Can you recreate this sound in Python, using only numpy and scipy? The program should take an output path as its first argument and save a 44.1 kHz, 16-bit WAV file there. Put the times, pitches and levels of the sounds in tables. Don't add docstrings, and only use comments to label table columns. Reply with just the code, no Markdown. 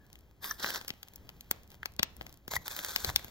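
import sys
import numpy as np
from scipy.fft import rfft, irfft, next_fast_len
from scipy.io import wavfile
from scipy.ndimage import map_coordinates

SR = 44100
rng = np.random.default_rng(int(sys.argv[2]) if len(sys.argv) > 2 else 0)


def store_pcm(level_fs):
    pcm = np.round(np.clip(level_fs, -1, 1) * 32767).astype(np.int16)
    wavfile.write(sys.argv[1], SR, np.atleast_2d(pcm).T)


N = 145530
TIME = np.arange(N) / SR
SIZE = next_fast_len(N + SR)
FREQS = np.maximum(np.arange(SIZE // 2 + 1) * SR / SIZE, 1)


def from_db(db):
    return 10 ** (np.asarray(db) / 20)


def rms_one(x):
    return x / np.sqrt(np.mean(x ** 2) + 1e-20)


def unit_energy(x):
    return x / np.sqrt(np.sum(x ** 2, axis=-1, keepdims=True) + 1e-20)


def at_hz(points, freqs=FREQS):
    hz, value = np.transpose(points)
    return np.interp(np.log(freqs), np.log(hz), value)


def level(curve):
    s, db = np.transpose(curve)
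    return from_db(np.interp(TIME, s, db, left=-120, right=-120))


def shape(x, response):
    return irfft(rfft(x, SIZE) * response, SIZE)[..., :N]


def causal(db):
    cepstrum = irfft(np.log(from_db(db)))
    half = len(cepstrum) // 2
    cepstrum[1:half] *= 2
    cepstrum[half + 1:] = 0
    return np.exp(rfft(cepstrum))


def slow(rate_hz):
    return rms_one(shape(rng.standard_normal(N), 1 / (1 + (FREQS / rate_hz) ** 2)))


def grains(rate, spread_db, smooth):
    sizes = from_db(spread_db * np.minimum(rng.exponential(1, N), 5))
    signs = rng.choice([-1, 1], N)
    struck = rng.random(N) < rate / SR
    chips = rms_one(sizes * signs * struck)
    smooth = np.clip(smooth, 0, 1)
    return np.sqrt(1 - smooth) * chips + np.sqrt(smooth) * rng.standard_normal(N)


# (frequency [Hz], left
# minus right level [dB], phase by which left leads [rad])
TO_MIC_FROM_ROD = [(100, 0, 0), (700, 0, .1), (1200, 5, -.1), (1700, 7.5, -.7), (2150, 4, -2),
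                   (2600, 0, -3), (2950, 0, -3), (3250, 0, .3), (4400, -1, .1), (5200, -2, 1),
                   (6600, 0, 1.3), (8400, 0, 3.1), (10400, 0, 3.2), (12700, 0, 6.1), (14500, 0, 6.3)]
TO_MIC_FROM_LOG = [(100, .5, 0), (330, 3, 1), (700, 8, 2.2), (1300, 10, 2.5), (2000, 6, 3.2),
                   (2500, 0, 3.3), (3300, 9, 2.8), (4400, 9, 2.3), (5200, 1.5, 1.6), (6300, 0, 1.3),
                   (8600, 0, 2.9), (10500, 0, 4.1), (12700, 0, 5.7), (14500, 0, 6.4)]


def ports(x, table, lean=None):
    table = np.array(table)
    balance_db = at_hz(table[:, [0, 1]]) + (at_hz(lean) if lean else 0)
    ratio = from_db(balance_db)
    lead = at_hz(table[:, [0, 2]])
    left_right = np.array([ratio, np.exp(-1j * lead)])
    return shape(x, left_right * np.sqrt(2 / (1 + ratio ** 2)))


# (time [s], level [dB])
AIR_LEVEL = [(0, -59), (.35, -62), (.55, -56), (1.08, -65), (1.22, -54.5), (1.45, -59.5), (1.8, -58.5),
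             (1.95, -59.5), (2.07, -55.5), (2.14, -56.5), (2.22, -52), (2.42, -64), (2.6, -52), (2.8, -67),
             (3.15, -49), (3.3, -62)]
# (frequency [Hz], relative level [dB])
AIR_COLOUR = [(20, -6.5), (35, -13.5), (55, 5.5), (75, 0.5), (120, -6), (200, -10), (400, -17), (1200, -28),
              (5000, -53)]


def air(width=0.3):
    mid, side = shape(rng.standard_normal((2, N)), from_db(at_hz(AIR_COLOUR)))
    return level(AIR_LEVEL) * rms_one(mid + width * side * np.array([[1], [-1]]))


def reflections(x, envelope, colour):
    response = unit_energy(rng.standard_normal((2, SR)) * envelope[:SR])
    return shape(x, rfft(response, SIZE) * from_db(at_hz(colour)))


# (frequency [Hz], relative level [dB])
TREE_COLOUR = [(100, -6.5), (700, 0.5), (1300, -6), (2500, -4), (4000, -5), (8000, -17), (16000, -34)]
ECHO_DB, ECHO_T60_S, ECHO_ONSET_S = -16, 0.38, 0.0017


def trees(x):
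    onset = 1 - np.exp(-TIME / ECHO_ONSET_S)
    decay = np.exp(-np.log(1000) * TIME / ECHO_T60_S)
    return from_db(ECHO_DB) * reflections(x, onset * decay, TREE_COLOUR)


# (frequency [Hz], level [dB])
SCATTER_COLOUR = [(100, -20), (300, -11), (700, -10), (3000, -12), (6500, -12), (9000, -24), (16000, -24)]
SCATTER_S = .002


def scatter(x):
    return reflections(x, np.exp(-TIME / SCATTER_S), SCATTER_COLOUR)


# (time [s], level [dB])
WHISTLE_LEVEL = [(0, -72), (.06, -72.5), (.11, -91)]
WHISTLE_HZ, WHISTLE_WIDTH_HZ = 1684, 120


def whistle():
    offset = 2 * (FREQS - WHISTLE_HZ) / WHISTLE_WIDTH_HZ
    tone = shape(rng.standard_normal(N), 1 / (1 + offset ** 2))
    return level(WHISTLE_LEVEL) * rms_one(tone)


# (time [s], level [dB])
RUSTLE_LEVEL = [(0, -69.5), (.17, -66), (.37, -72), (.9, -58), (1.0, -63.5), (1.12, -63), (1.28, -64),
                (1.48, -63.5), (1.56, -59.5), (1.68, -68), (1.725, -55.5), (1.79, -68.5), (1.89, -63),
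                (1.97, -71), (2.25, -60), (2.33, -61.5), (2.42, -70.5), (3.3, -55)]
# (frequency [Hz], relative level [dB])
CLOTH_COLOUR = [(100, 11), (350, 5.5), (700, 3.5), (1500, -2), (2600, -1), (4000, -4.5), (7000, -8.5),
                (10000, -9), (16000, -8)]
RUSTLE_GRAINS_PER_S, RUSTLE_SPREAD_DB, RUSTLE_SMOOTH = 260, 6.5, 0.67


def rustle():
    cloth = grains(RUSTLE_GRAINS_PER_S, RUSTLE_SPREAD_DB, RUSTLE_SMOOTH)
    return level(RUSTLE_LEVEL) * rms_one(shape(cloth, causal(at_hz(CLOTH_COLOUR))))


# (time [s], length [s], level [dB])
THUDS = [(2.574, 0.008, -43), (3.045, 0.0067, -47), (3.077, 0.011, -39.5), (3.101, 0.011, -42.5)]
# (frequency [Hz], relative level [dB])
THUD_COLOUR = [(30, -16), (75, 8.5), (120, 2.5), (200, -9), (400, -21), (1500, -33)]


def bumps():
    push = sum(from_db(db) * np.exp(-.5 * ((TIME - s) / length) ** 2) for s, length, db in THUDS)
    return push * rms_one(shape(rng.standard_normal(N), from_db(at_hz(THUD_COLOUR))))


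# (time [s], relative level [dB])
TICKS = [(.066, -37), (.19, -33.5), (0.209, -38), (1.634, -31), (1.677, -34), (1.704, -27.5), (1.753, -35),
         (1.921, -34), (1.938, -33), (1.965, -26), (2.228, -31), (2.327, -25), (2.342, -28.5),
         (2.374, -31.5)]
# (frequency [Hz], relative level [dB])
TICK_COLOUR = [(500, -45), (3000, -3), (7000, -2), (13000, -2.5), (16000, -9)]


def ticks():
    out = np.zeros(N)
    for s, db in TICKS:
        out[int(s * SR)] += from_db(db)
    return shape(out, causal(at_hz(TICK_COLOUR)))


CLICK_BANDS_HZ = [180, 650, 1600, 3800, 11000]
CLICK_RING_HZ = [900, 1350, 1750, 2300, 3000, 3600, 4300, 5300, 6600, 8200, 10500, 12500, 14100]
BASS_LAG_HZ = [113, 260, 593]
CLICK_RING_DB, CLICK_RING_Q = 3, 16
GRAB_S, CRUMBLE_S, BODY_S = .0018, .0008, .005
GRAB_SHARE, BODY_SHARE = .2, .24
CLICK_DB = -.5


def clicks(table, size=4096, count=512):
    out = np.zeros(N + size)
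    age = (np.arange(size) - count) / SR
    freqs = np.maximum(np.arange(size // 2 + 1) * SR / size, 1)
    lag = np.prod([(hz - 1j * freqs) / (hz + 1j * freqs) for hz in BASS_LAG_HZ], axis=0)
    lag = lag / (1 + 60 / (1j * freqs))
    peaks = np.array([1 / (1 + (2 * CLICK_RING_Q * (freqs / hz - 1)) ** 2) for hz in CLICK_RING_HZ])
    for s, *band_db, crumbly in table:
        noise = rng.standard_normal((3, size))
        crumbly = np.clip(crumbly, 0, 1)
        crumble = unit_energy(noise[0] * np.exp(-abs(age) / CRUMBLE_S) * (age >= 0))
        rattle = unit_energy(noise[1] * np.exp(-abs(age) / BODY_S) * (age >= 0))
        grating = unit_energy(noise[2] * np.exp(-abs(age) / GRAB_S) * (age < 0))
        burst = np.sqrt(crumbly) * crumble + BODY_SHARE * rattle + GRAB_SHARE * grating
        burst[count] += np.sqrt(1 - crumbly)
        ring_db = CLICK_RING_DB * rng.standard_normal(len(peaks)) @ peaks
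        bands = list(zip(CLICK_BANDS_HZ, band_db))
        colour = causal(at_hz(bands, freqs) + ring_db + CLICK_DB)
        start = int(s * SR) - count
        out[start:start + size] += irfft(rfft(burst) * colour * lag)
    return out[:N]


# (time [s], relative level [dB] in each of the five click bands, crumbly share [0-1])
KNOCKS = [(.13, -18, -31, -29, -24, -28, .3), (.156, -25, -23, -22, -19, -31, .4),
          (.8132, -9, -9, -11, -14, -24, .35), (.8807, -22, -5, -8, -4, -11, .61),
          (.8829, -10, -14, -11, -7, -13, .28), (.8924, -15, -13, -10, -12, -21, .71),
          (.9046, -3, -2, -6, -5, -23, .28), (1.031, -16, -18, -14, -12, -22, .44),
          (1.0848, -18, -30, -24, -22, -28, .38), (1.1372, -27, -35, -32, -31, -26, .39),
          (1.1596, -23, -25, -24, -23, -15, .38), (1.292, -17, -14, -16, -17, -27, .35),
          (1.4092, -19, -34, -21, -18, -18, .11), (1.5127, 6, 7, 6, 2, 2, .08),
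          (1.7177, -14, -19, -22, -24, -34, .22), (1.858, -10, -1, -2, -3, -14, .38),
          (1.9935, -3, 9, 2, 3, -18, .62), (1.996, 10, 6, -3, 3, -26, .27), (2.0311, 3, 7, 9, 12, -2, .12),
          (2.1671, -27, -32, -41, -32, -26, .2), (2.2118, -6, -2, -9, -12, -31, .5),
          (2.2664, -7, -9, -12, -16, -26, .61), (2.2945, -24, -15, -20, -22, -29, .48),
          (2.4799, -4, -1, -7, -14, -17, .6), (2.9617, -10, 4, 6, 8, -5, .15), (3.047, 3, 5, 0, 3, -7, .23),
          (3.1611, -4, 4, 8, 12, 3, .16), (3.2459, -3, -5, -11, -18, -20, .47),
          (3.2823, -25, -16, -22, -26, -31, .66)]


def knocks():
    return clicks(KNOCKS)


# (time [s], relative level [dB] in each of the five click bands, crumbly share [0-1])
SNAGS = [(.4435, -20, -14, -9, -9, -24, .7), (.6451, -5, 2, 10, -10, -25, .15),
         (.6625, -10, -10, -2, -4, -18, .6), (.7045, -20, -16, -10, -6, -14, .3),
         (.7477, -14, -16, -9, -11, -10, .46), (.7595, -16, -12, -7, -5, -18, .6),
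         (1.8313, -19, -22, -3, -17, -32, .57), (2.537, -4, -1, -2, -8, -12, .49),
         (2.5558, -14, -3, -11, -4, -10, .3), (2.6808, -18, -13, -6, -10, -8, .23),
         (2.7652, -15, -12, -11, -7, -12, .64), (2.775, -16, -17, -13, -15, -15, .37),
         (2.7908, -14, -3, -2, -7, -12, .46), (2.8378, -28, -18, -15, -17, -19, .21),
         (2.8479, -13, -11, -4, -5, -7, .19), (3.0923, -14, -5, -1, -6, -19, .52),
         (3.1004, -4, -4, -4, -13, -17, .43), (3.1948, -23, -14, -11, -19, -26, .5)]


def snags():
    return clicks(SNAGS)


# (time [s], build-up [s], pitch [Hz], level [dB], time to fall 60 dB [s])
CATCHES = [(0.448, .002, 1160, -35.5, 0.019), (0.5104, 0.00094, 1290, -26, 0.012),
           (0.5098, 0.0012, 1744, -27.5, 0.037), (.5095, 0.0014, 5860, -22.5, 0.0099),
           (2.518, 0.0012, 980, -36.5, 0.019), (2.5643, 0.0016, 1957, -21.5, 0.026),
           (2.5642, 0.00086, 1000, -25, 0.012), (2.5645, 0.00091, 3270, -41.5, .014),
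           (2.5635, .001, 4680, -34, .011), (2.5642, .002, 5800, -36, .014),
           (2.563, .001, 10640, -23, .008)]


def squeaks():
    out = np.zeros(N)
    for s, build_up, hz, db, t60 in CATCHES:
        age = np.maximum(TIME - s, 0)
        rise = np.minimum(age / build_up, 1)
        fall_db = np.maximum(-60 * np.maximum(age - build_up, 0) / t60, -200)
        out += rise * from_db(db + fall_db) * np.sin(2 * np.pi * hz * age)
    return out


CHIP_BANDS_HZ = [700, 1600, 3600, 5400, 8500, 14000]
# (frequency [Hz], relative level [dB])
DIFFUSE = [(100, -11), (1500, -9), (3200, -5), (5500, -6), (7400, -5), (8700, -19), (10200, -18),
           (11400, -4), (13000, -16), (16000, -14)]
CHIPS_PER_S, CHIP_SPREAD_DB, FRICTION_SHARE = 900, 2.8, .35
JUDDER_HZ, JUDDER_DB = 130, 2
GRIP_WANDER, GRIP_WANDER_HZ = .009, 12


def stroke(pressure, colour, grip, lean):
    chips = np.zeros(N)
    for share in np.eye(len(CHIP_BANDS_HZ)):
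        register = np.sqrt(at_hz(list(zip(CHIP_BANDS_HZ, share))))
        chips += shape(grains(CHIPS_PER_S, CHIP_SPREAD_DB, FRICTION_SHARE), register)
    diffuse_gain = from_db(at_hz(DIFFUSE))
    diffuse = shape(rng.standard_normal((2, N)), diffuse_gain)
    lift_db = sum(db / (1 + (2 * (FREQS - hz) / width) ** 2) for hz, width, db in grip)
    body = causal(at_hz(colour) + lift_db) / np.sqrt(1 + diffuse_gain ** 2)
    judder = from_db(JUDDER_DB * slow(JUDDER_HZ))
    rasp = shape((ports(chips, TO_MIC_FROM_ROD, lean) + diffuse) * judder, body)
    place = np.arange(N) + np.cumsum(GRIP_WANDER * slow(GRIP_WANDER_HZ))
    wandering = [map_coordinates(side, [place], order=5, mode="mirror") for side in rasp]
    return level(pressure) * rms_one(np.array(wandering))


# (time [s], level [dB])
SCRAPE_1_PRESSURE = [(.408, -69), (.426, -48.5), (.445, -37.5), (.47, -43), (.518, -38), (.532, -51.5),
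                     (.585, -61)]
RASP_1_PRESSURE = [(.58, -58), (.596, -45), (.622, -44), (.631, -37), (.685, -37), (.725, -42), (.765, -37),
                   (.80, -52), (.865, -60)]
SCRAPE_2_PRESSURE = [(2.48, -49), (2.501, -63), (2.51, -38.5), (2.568, -38.5), (2.583, -65), (2.635, -57)]
RASP_2_PRESSURE = [(2.635, -71), (2.664, -39.5), (2.69, -55.5), (2.703, -40), (2.745, -46), (2.785, -40.5),
                   (2.82, -47), (2.89, -40), (2.94, -42.5), (2.985, -42.5), (3.03, -43.5), (3.095, -38),
                   (3.115, -51.5), (3.15, -54), (3.205, -52.5), (3.3, -63)]
# (frequency [Hz], relative level [dB])
SCRAPE_1_COLOUR = [(150, -7), (700, -9), (1300, -4), (1900, -3), (2600, -12), (3500, -7), (6000, -6),
                   (7000, -10), (8500, -5), (10000, -8), (13000, -7), (16000, -10)]
RASP_1_COLOUR = [(100, -9), (280, 0), (800, 0), (1900, 1), (2450, -9), (3900, 1), (5400, 0), (6600, -4),
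                 (8500, -5), (10000, -9), (12000, -6), (16000, -6)]
SCRAPE_2_COLOUR = [(150, -3), (500, -3), (1500, -2), (2300, -1), (2850, -10), (3400, -3), (6500, -1),
                   (9000, -4), (11400, -9), (13000, -6), (16000, -7)]
RASP_2_COLOUR = [(100, -4), (350, -4), (900, -1), (2000, -4), (2500, -3), (2950, -14), (3400, -1),
                 (4600, -1), (5200, -5), (6300, -1), (9400, -2), (10500, -8), (12500, -5), (16000, -8)]
# (frequency [Hz], width [Hz], lift [dB])
SCRAPE_1_GRIP = [(1080, 200, 7), (1690, 260, 10), (3600, 220, 6), (5050, 320, 7), (8300, 450, 5),
                 (9250, 400, 9), (12300, 300, 6), (14120, 380, 15)]
SCRAPE_2_GRIP = [(980, 200, 7), (2090, 170, 13), (4010, 260, 9), (6680, 280, 8), (7400, 250, 4),
                 (10300, 300, 4), (12530, 340, 13), (14100, 400, 10)]
RASP_GRIP = [(1560, 380, 8), (3550, 350, 3), (4200, 400, 2), (5550, 400, 3), (8250, 450, 3)]
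# (frequency [Hz], left minus right level [dB])
LEAN_1 = [(300, 0), (700, 3), (2600, 0), (3300, -3), (4700, -6.5), (6000, 0)]
LEAN_2 = [(200, 0), (600, -4.5), (1500, -1), (2800, 0), (3400, 2.5), (4400, 3), (6000, 0)]


def strokes():
    return (stroke(SCRAPE_1_PRESSURE, SCRAPE_1_COLOUR, SCRAPE_1_GRIP, LEAN_2)
            + stroke(RASP_1_PRESSURE, RASP_1_COLOUR, RASP_GRIP, LEAN_1)
            + stroke(SCRAPE_2_PRESSURE, SCRAPE_2_COLOUR, SCRAPE_2_GRIP, None)
            + stroke(RASP_2_PRESSURE, RASP_2_COLOUR, RASP_GRIP, LEAN_2))


def scene():
    at_log = bumps() + ticks() + knocks()
    at_rod = whistle() + rustle() + snags() + squeaks()
    scraping = strokes()
    near = scatter(at_rod + at_log)
    far = trees(scraping[0] + at_rod + at_log)
    direct = ports(at_log, TO_MIC_FROM_LOG) + ports(at_rod, TO_MIC_FROM_ROD) + scraping
    return air() + far + near + direct


CUTOFF_HZ = 15850


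def record(dry):
    return shape(dry, 1 / np.sqrt(1 + (FREQS / CUTOFF_HZ) ** 160))


dry = scene()
out = record(dry)
store_pcm(out)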